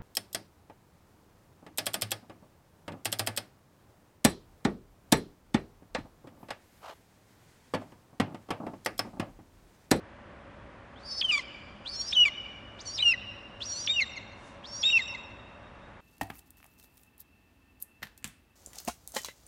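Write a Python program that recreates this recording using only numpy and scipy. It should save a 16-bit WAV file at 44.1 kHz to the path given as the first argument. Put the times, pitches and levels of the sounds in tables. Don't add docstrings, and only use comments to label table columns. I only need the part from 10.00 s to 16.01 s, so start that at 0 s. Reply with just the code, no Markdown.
import sys
import numpy as np
from scipy import signal
from scipy.fft import rfft, irfft
from scipy.io import wavfile
from scipy.ndimage import uniform_filter1d

SR = 44100
rng = np.random.default_rng(int(sys.argv[2]) if len(sys.argv) > 2 else 0)


def int16_out(signal):
    q = np.round(np.clip(np.atleast_2d(signal).T, -1, 1) * 32767)
    wavfile.write(sys.argv[1], SR, q.astype(np.int16))


N = 264864


def membrane(strokes, wobble, rough, rasp_db):
    hz, *partials_db = track(np.concatenate(strokes))
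    settle = int(.0015 * SR)
    hz = uniform_filter1d(hz, settle)
    slide = np.clip(np.abs(np.gradient(hz)) * SR / 126000, 0, 1)
    waver = wobble * (band(0, 70) + .48 * band(0, 500)) + .0916 * slide * band(0, 1123)
    phasor = np.exp(2j * np.pi * np.cumsum(hz * (1 + waver)) / SR)
    rasp = (rough + .5 * slide) * band(0, 560) + undb(rasp_db) * band(0, 2700)
    size = np.sqrt(2) * gate(strokes, .0013) * (1 + rasp)
    gains = [size * uniform_filter1d(uniform_filter1d(undb(db), settle), settle) for db in partials_db]
    return phasor, gains


# (time [s], pitch [Hz], level [dB])
UPPER_WHISTLE = [
    [(0.958, 3030, -54.5), (0.99, 3720, -58), (1.012, 4450, -63.5), (1.035, 4550, -66),
     (1.065, 5090, -51.5), (1.12, 5180, -37.5), (1.194, 5200, -40.5), (1.208, 4910, -40.5),
     (1.215, 3384, -32), (1.221, 3080, -34), (1.229, 2305, -42.5)],
    [(1.848, 2433, -63), (1.862, 3270, -37), (1.876, 3990, -38), (1.911, 4960, -48), (1.979, 5580, -39.5),
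     (2.014, 5574, -36), (2.058, 5710, -44.5), (2.08, 5580, -41.5), (2.114, 5190, -35.5),
     (2.123, 3200, -35.5), (2.131, 2364, -38)],
    [(2.782, 2766, -55.5), (2.797, 3690, -45), (2.823, 6640, -53.5), (2.83, 7040, -82)],
    [(2.848, 6430, -57), (2.876, 5674, -37), (2.92, 5660, -50.5), (2.957, 5570, -40), (2.975, 4950, -37),
     (2.983, 3400, -37), (2.99, 2870, -38)],
    [(3.604, 2760, -47.5), (3.623, 3605, -34), (3.649, 5080, -45), (3.662, 5910, -44.5),
     (3.685, 5620, -41.5), (3.721, 5680, -36), (3.77, 5970, -42.5), (3.862, 5640, -39), (3.871, 4070, -38),
     (3.879, 2940, -24.5)],
    [(4.628, 2520, -60), (4.651, 3550, -46.5), (4.668, 4610, -52.5), (4.68, 5490, -51), (4.71, 5370, -48),
     (4.755, 5660, -41.5), (4.8, 5750, -42), (4.821, 5630, -41.5), (4.834, 3020, -44.5)],
]
# (time [s], pitch [Hz], level [dB])
LOWER_WHISTLE = [
    [(1.035, 4560, -54), (1.06, 4640, -48), (1.085, 4620, -42.5), (1.112, 4520, -40.5), (1.151, 4450, -47),
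     (1.191, 4520, -41), (1.215, 4750, -42)],
    [(1.875, 3920, -38), (1.896, 4590, -46.5), (1.961, 4370, -42), (1.983, 4230, -45.5), (2.011, 4370, -40),
     (2.04, 4590, -44.5), (2.094, 5020, -37)],
    [(2.852, 4450, -60.5), (2.867, 4500, -45.5), (2.886, 4420, -47), (2.937, 4670, -45.5),
     (2.97, 5090, -49)],
    [(3.67, 4550, -51), (3.72, 4460, -41.5), (3.752, 4290, -40.5), (3.78, 4470, -41), (3.805, 4720, -38.5),
     (3.85, 5080, -54.5)],
    [(4.675, 4700, -57.5), (4.711, 4550, -54), (4.76, 4490, -49.5), (4.78, 4640, -48), (4.805, 4980, -49),
     (4.822, 5130, -54)],
]
FLUTTER_DB, FLUTTER_HZ = 3, 45


def whistles():
    upper, (upper_gain,) = membrane(UPPER_WHISTLE, wobble=.0043, rough=.12, rasp_db=-18.5)
    lower, (lower_gain,) = membrane(LOWER_WHISTLE, wobble=.00542, rough=.17, rasp_db=-22)
    upper_gain *= flutter(FLUTTER_DB)
    lower_gain *= flutter(FLUTTER_DB)
    coupling = np.sqrt(np.abs(upper_gain * lower_gain))
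    differences = undb(-12) * upper ** 2 / lower + undb(-23.5) * lower ** 2 / upper
    differences += undb(-30) * upper ** 3 / lower ** 2
    sums = upper_gain * undb(-32.5) * upper ** 2 + lower_gain * undb(-20.5) * lower ** 2
    sums += coupling * undb(-26) * upper * lower
    screech = sums * (.5 + .41 * band(0, 900))
    return np.imag(upper_gain * upper + lower_gain * lower + coupling * differences + screech)


CATCH_S, SLIP_S, RELEASE_S = .0086, .013, .01
ATTACK_DB, SLIP_DB, RELEASE_DB = 14, 8.5, 18
RISE_FROM_HZ, RISE_S = 3150, .012


def rising_stroke(start_s, swell_s, length_s, top_hz, catch_db, swell_db, sag_db, octave_db):
    t = np.linspace(0, length_s, num=40)
    knees_s = np.maximum.accumulate([0, CATCH_S, SLIP_S, swell_s, length_s - RELEASE_S, length_s])
    knees_db = [catch_db - ATTACK_DB, catch_db, catch_db - SLIP_DB,
                swell_db, swell_db - sag_db, swell_db - sag_db - RELEASE_DB]
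    db = np.interp(t, knees_s, knees_db)
    hz = top_hz - (top_hz - RISE_FROM_HZ) * np.exp(-t / RISE_S)
    return np.transpose([start_s + t, hz, db, db + octave_db])


BLOOM_DB, BLOOM_S, WILT_DB, WILT_S = 7, .0054, 11, .0056
FOLLOW_SHARE = .52


def falling_stroke(note, colour):
    t, db = np.array(note)[:, :1], np.array(note)[:, 2:]
    *base_db, overtone_growth_db, half_growth_db = colour
    edges_db = BLOOM_DB * np.exp((t[0] - t) / BLOOM_S) + WILT_DB * np.exp((t - t[-1]) / WILT_S)
    progress = (t - t[0]) / (t[-1] - t[0])
    growth_db = (progress - .5) * [overtone_growth_db, overtone_growth_db, half_growth_db]
    return np.hstack([note, base_db + growth_db + FOLLOW_SHARE * (db - db.max()) - edges_db])


# (start [s], swell time [s], length [s],
# top pitch [Hz], catch [dB], swell [dB], sag [dB], octave [dB re note])
RISING_NOTES = [(2.126, .018, 0.032, 3990, -23, -33, 6, -47),
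                (2.985, 0.023, 0.051, 4040, -25, -27.5, 12, -27),
                (3.875, 0.025, .096, 3739, -27.5, -23, 17, -21.5),
                (4.83, 0.031, 0.1, 3764, -20, -21, 9, -23.5)]
# (time [s], pitch [Hz], level [dB])
FALLING_NOTES = [
    [(1.222, 3350, -48), (1.228, 3379, -29.5), (1.236, 3295, -35.5), (1.251, 3110, -22.5),
     (1.273, 3050, -42), (1.3, 2933, -21), (1.308, 2855, -27), (1.315, 2540, -21)],
    [(1.316, 2546, -31), (1.325, 2428, -28.5), (1.352, 2340, -23), (1.361, 2264, -29), (1.372, 2291, -40),
     (1.381, 2298, -27.5), (1.387, 2170, -43.5), (1.397, 2080, -30), (1.41, 1893, -58)],
    [(2.148, 3284, -35.5), (2.155, 3200, -28), (2.16, 3010, -32), (2.17, 3000, -18.5), (2.205, 2924, -18),
     (2.215, 2918, -16), (2.232, 2867, -17.5), (2.242, 2790, -20.5), (2.249, 2760, -41)],
    [(2.251, 2614, -26.5), (2.259, 2340, -18.5), (2.266, 2320, -25.5), (2.279, 2264, -30.5),
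     (2.285, 2127, -29), (2.305, 1979, -64)],
    [(3.02, 3160, -35), (3.024, 3106, -32.5), (3.028, 3000, -18), (3.037, 2970, -24.5),
     (3.043, 2900, -32.5), (3.06, 2819, -19.5), (3.08, 2809, -18), (3.109, 2742, -24), (3.121, 2630, -27),
     (3.128, 2538, -19.5), (3.132, 2500, -38.5)],
    [(3.134, 2120, -34), (3.143, 1964, -26.5), (3.151, 1916, -50), (3.157, 1840, -48.5)],
    [(3.935, 2940, -38), (3.956, 2920, -38), (3.966, 2844, -26.5), (3.978, 2810, -28), (4.001, 2641, -21)],
    [(4.003, 2460, -35.5), (4.005, 2390, -19.5), (4.008, 2209, -29.5), (4.024, 2095, -24),
     (4.031, 2030, -35.5), (4.045, 1850, -44)],
    [(4.912, 2955, -42), (4.927, 2865, -26), (4.932, 2762, -23), (4.95, 2728, -20), (4.977, 2628, -19),
     (4.986, 2340, -37)],
    [(4.988, 2396, -41.5), (4.994, 2110, -25.5), (4.999, 2100, -29), (5.022, 1778, -47.5)],
]
# (octave [dB], twelfth before its noisy gain [dB], half line [dB],
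# overtone growth [dB], half-line growth [dB])
FALLING_COLOUR = [(-54.5, -65.5, -69, 22, -2), (-36, -54, -35.5, -16, 9), (-42.5, -63.5, -76.5, -3, -0.5),
                  (-36.5, -53.5, -42, -13, 13), (-36, -58, -52.5, -2, 5), (-41.5, -60.5, -62, -5, -0.5),
                  (-44, -71, -76.5, 2, -1.5), (-29, -49, -68, -2, -0.5), (-43.5, -70, -67, -8, 14),
                  (-38.5, -56, -52, 0, 2)]
# (start [s], length [s], pitch [Hz], level [dB])
UNDERTONES = [(2.99, 0.048, 2462, -45.5), (3.885, 0.038, 2355, -46), (4.836, .07, 2660, -41.5)]
# (pitch multiple [x], level [dB re half line])
HALF_PARTIALS = [(1 / 2, -3), (3 / 2, 0), (5 / 2, -12), (7 / 2, -17.5), (9 / 2, -24.5)]


def piping():
    rises = [rising_stroke(*row) for row in RISING_NOTES]
    falls = list(map(falling_stroke, FALLING_NOTES, FALLING_COLOUR))
    hums = [[(start, hz, db), (start + length, hz, db)] for start, length, hz, db in UNDERTONES]
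    rise, (rise_gain, rise_octave) = membrane(rises, wobble=.0017, rough=.016, rasp_db=-25.5)
    fall, (fall_gain, fall_octave, twelfth, half_gain) = membrane(
        falls, wobble=.000952, rough=.023, rasp_db=-47.5)
    hum, (hum_gain,) = membrane(hums, wobble=.02, rough=.67, rasp_db=-31.5)
    for gain in (rise_octave, fall_octave, twelfth, half_gain, hum_gain):
        gain *= flutter(depth_db=3.7)
    phase = np.unwrap(np.angle(fall))
    halves = sum(undb(db) * np.sin(multiple * phase) for multiple, db in HALF_PARTIALS)
    halves *= 1 + .34 * band(0, 320)
    top = twelfth * (fall ** 3 + undb(-21) * fall ** 4) * (1.9 + .78 * band(0, 400))
    rising = rise_gain * rise + rise_octave * rise ** 2
    falling = fall_gain * fall + fall_octave * fall ** 2 + top
    undertone = hum_gain * (hum + undb(-19) * hum ** 2)
    return np.imag(rising + falling + undertone) + half_gain * halves


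# (start [s], length [s], hiss [dB], break [dB])
BREATH_SWELLS = [(0.974, 0.29, -65.5, -49), (1.848, 0.29, -57, -45), (2.779, 0.21, -58, -47.5),
                 (3.599, .27, -52.5, -48.5), (4.629, 0.21, -63.5, -58)]
# (start [s], length [s], level [dB])
BREATH_PUFFS = [(1.28, .15, -49.5), (2.24, 0.075, -58), (3.04, .11, -64.5), (3.99, 0.089, -55),
                (4.97, .07, -49)]
# (frequency [Hz], relative density [dB])
BREATH_SPECTRUM = [(1500, -9), (3000, 8), (5000, 11.5), (7000, 4), (9000, -3.5), (11000, -18.5)]
ONSET_S, ONSET_DB, SWELL_S, PUFF_FADE_DB = .05, 7.5, .06, 10


def breath():
    swells = [[(start, db - ONSET_DB), (start + ONSET_S, db),
               (start + length - SWELL_S, db), (start + length, break_db)]
              for start, length, db, break_db in BREATH_SWELLS]
    puffs = [[(start, db), (start + length, db - PUFF_FADE_DB)] for start, length, db in BREATH_PUFFS]
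    strokes = sorted(swells + puffs)
    level_db = track(np.concatenate(strokes))[0] + 2.4 * band(0, 60)
    return coloured(BREATH_SPECTRUM) * undb(level_db) * gate(strokes, .025)


# (centre [Hz], T60 [s], gain [dB])
TREE_BANDS = [(2150, 1.9, -31.5), (3800, 1.97, -32), (7000, 2.2, -32.5)]
NEAR_HZ, NEAR_T60_S, NEAR_DB = 3900, .08, -27


def trees(bird):
    t = np.arange(int(1.5 * SR)) / SR
    tail = 0
    for hz, t60_s, db in TREE_BANDS + [(NEAR_HZ, NEAR_T60_S, NEAR_DB)]:
        fade = np.exp(-np.log(1000) * t / t60_s) * np.clip(t / (t60_s / 40), 0, 1)
        tail += undb(db) * band(hz, hz / 1.16)[:len(t)] * fade / np.sqrt(np.sum(fade ** 2))
    clumps = undb(4 * band(0, 25)[:len(t)])
    return signal.fftconvolve(bird, tail * clumps)[:N]


# (time [s], gain [dB])
WALL_SEND = [(1.2, -37), (2.1, -24), (3.0, -60), (3.9, -13), (4.9, -8.5)]
# (frequency [Hz], gain [dB])
BEAK_BEAM = [(1500, -10), (2100, -2.5), (2750, -11.5), (3750, -7), (5500, 4), (7500, -3), (11000, -4.5)]
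ECHO_S, REPEAT_DB = .155, -16


def wall(bird):
    hz = np.arange(N // 2 + 1) * SR / N + 1
    sent = bird * undb(track(WALL_SEND)[0])
    beamed = irfft(rfft(sent) * curve_gain(hz, BEAK_BEAM), N)
    lag = int(ECHO_S * SR)
    echo = np.roll(beamed, lag) * (1 + .35 * band(0, 140))
    return echo + undb(REPEAT_DB) * np.roll(echo, lag)


# (centre [Hz], width [Hz], level [dB])
DRONES = [(220.4, 18, -72), (567.7, 71, -60), (1135, 84, -67)]
# (time [s], level [dB])
LOW_DRONE_LEVEL = [(0, -62.5), (2.2, -77.5), (2.6, -57), (4.4, -61), (4.8, -65)]
# (time [s], level [dB])
VEHICLE_LEVEL = [(3.8, -68), (4.5, -60), (5.08, -59), (5.14, -53), (5.25, -54), (5.32, -60), (6.0, -64)]
# (time [s], level [dB])
RUSTLE_LEVEL = [(4.36, -74), (4.478, -63), (4.6, -80)]
# (frequency [Hz], relative density [dB])
TOWN_SPECTRUM = [(15, -53.5), (25, -12), (58, 0.5), (145, -6.5), (178, -6.5), (208, -3.5), (425, -12),
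                 (563, -10.5), (608, -10), (1690, -13.5), (3450, -27), (3820, -32), (11200, -51),
                 (14500, -109), (22000, -120)]
TOWN_DB = -50.5


def town():
    drones = sum(undb(db) * band(hz, width_hz) for hz, width_hz, db in DRONES)
    drones += band(104, 8.7) * undb(track(LOW_DRONE_LEVEL)[0])
    vehicle = band(970, 290) * undb(track(VEHICLE_LEVEL)[0]) * gate([VEHICLE_LEVEL], .31)
    rustle = band(5600, 7100) * undb(track(RUSTLE_LEVEL)[0]) * gate([RUSTLE_LEVEL], .04)
    return undb(TOWN_DB) * coloured(TOWN_SPECTRUM) + drones + vehicle + rustle


def undb(db):
    return 10 ** (np.asarray(db) / 20)


def track(rows):
    times, *columns = np.transpose(rows)
    return [np.interp(np.arange(N) / SR, times, column) for column in columns]


def gate(strokes, edge_s):
    t = np.arange(N) / SR
    on = np.any([(t >= rows[0][0]) & (t <= rows[-1][0]) for rows in strokes], axis=0)
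    return uniform_filter1d(on * 1., int(edge_s * SR))


def curve_gain(hz, points):
    knees_hz, db = np.transpose(points)
    return undb(np.interp(np.log(hz), np.log(knees_hz), db))


def shaped(gain):
    hz = np.arange(N // 2 + 1) * SR / N + 1e-3
    noise = irfft(rfft(rng.standard_normal(N)) * gain(hz), N)
    return noise / np.sqrt(np.mean(noise ** 2))


def coloured(points):
    return shaped(lambda hz: curve_gain(hz, points))


def band(centre_hz, width_hz):
    return shaped(lambda hz: 1 / (1 + (2 * (hz - centre_hz) / width_hz) ** 2))


def flutter(depth_db):
    return undb(depth_db * band(0, FLUTTER_HZ))


def scene():
    bird = whistles() + piping() + breath()
    return (bird + trees(bird) + wall(bird) + town())[None]


CUTOFF_HZ = 11000


def record(dry):
    return signal.sosfilt(signal.ellip(8, .2, 60, CUTOFF_HZ, fs=SR, output="sos"), dry)


dry = scene()
out = record(dry)
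int16_out(out)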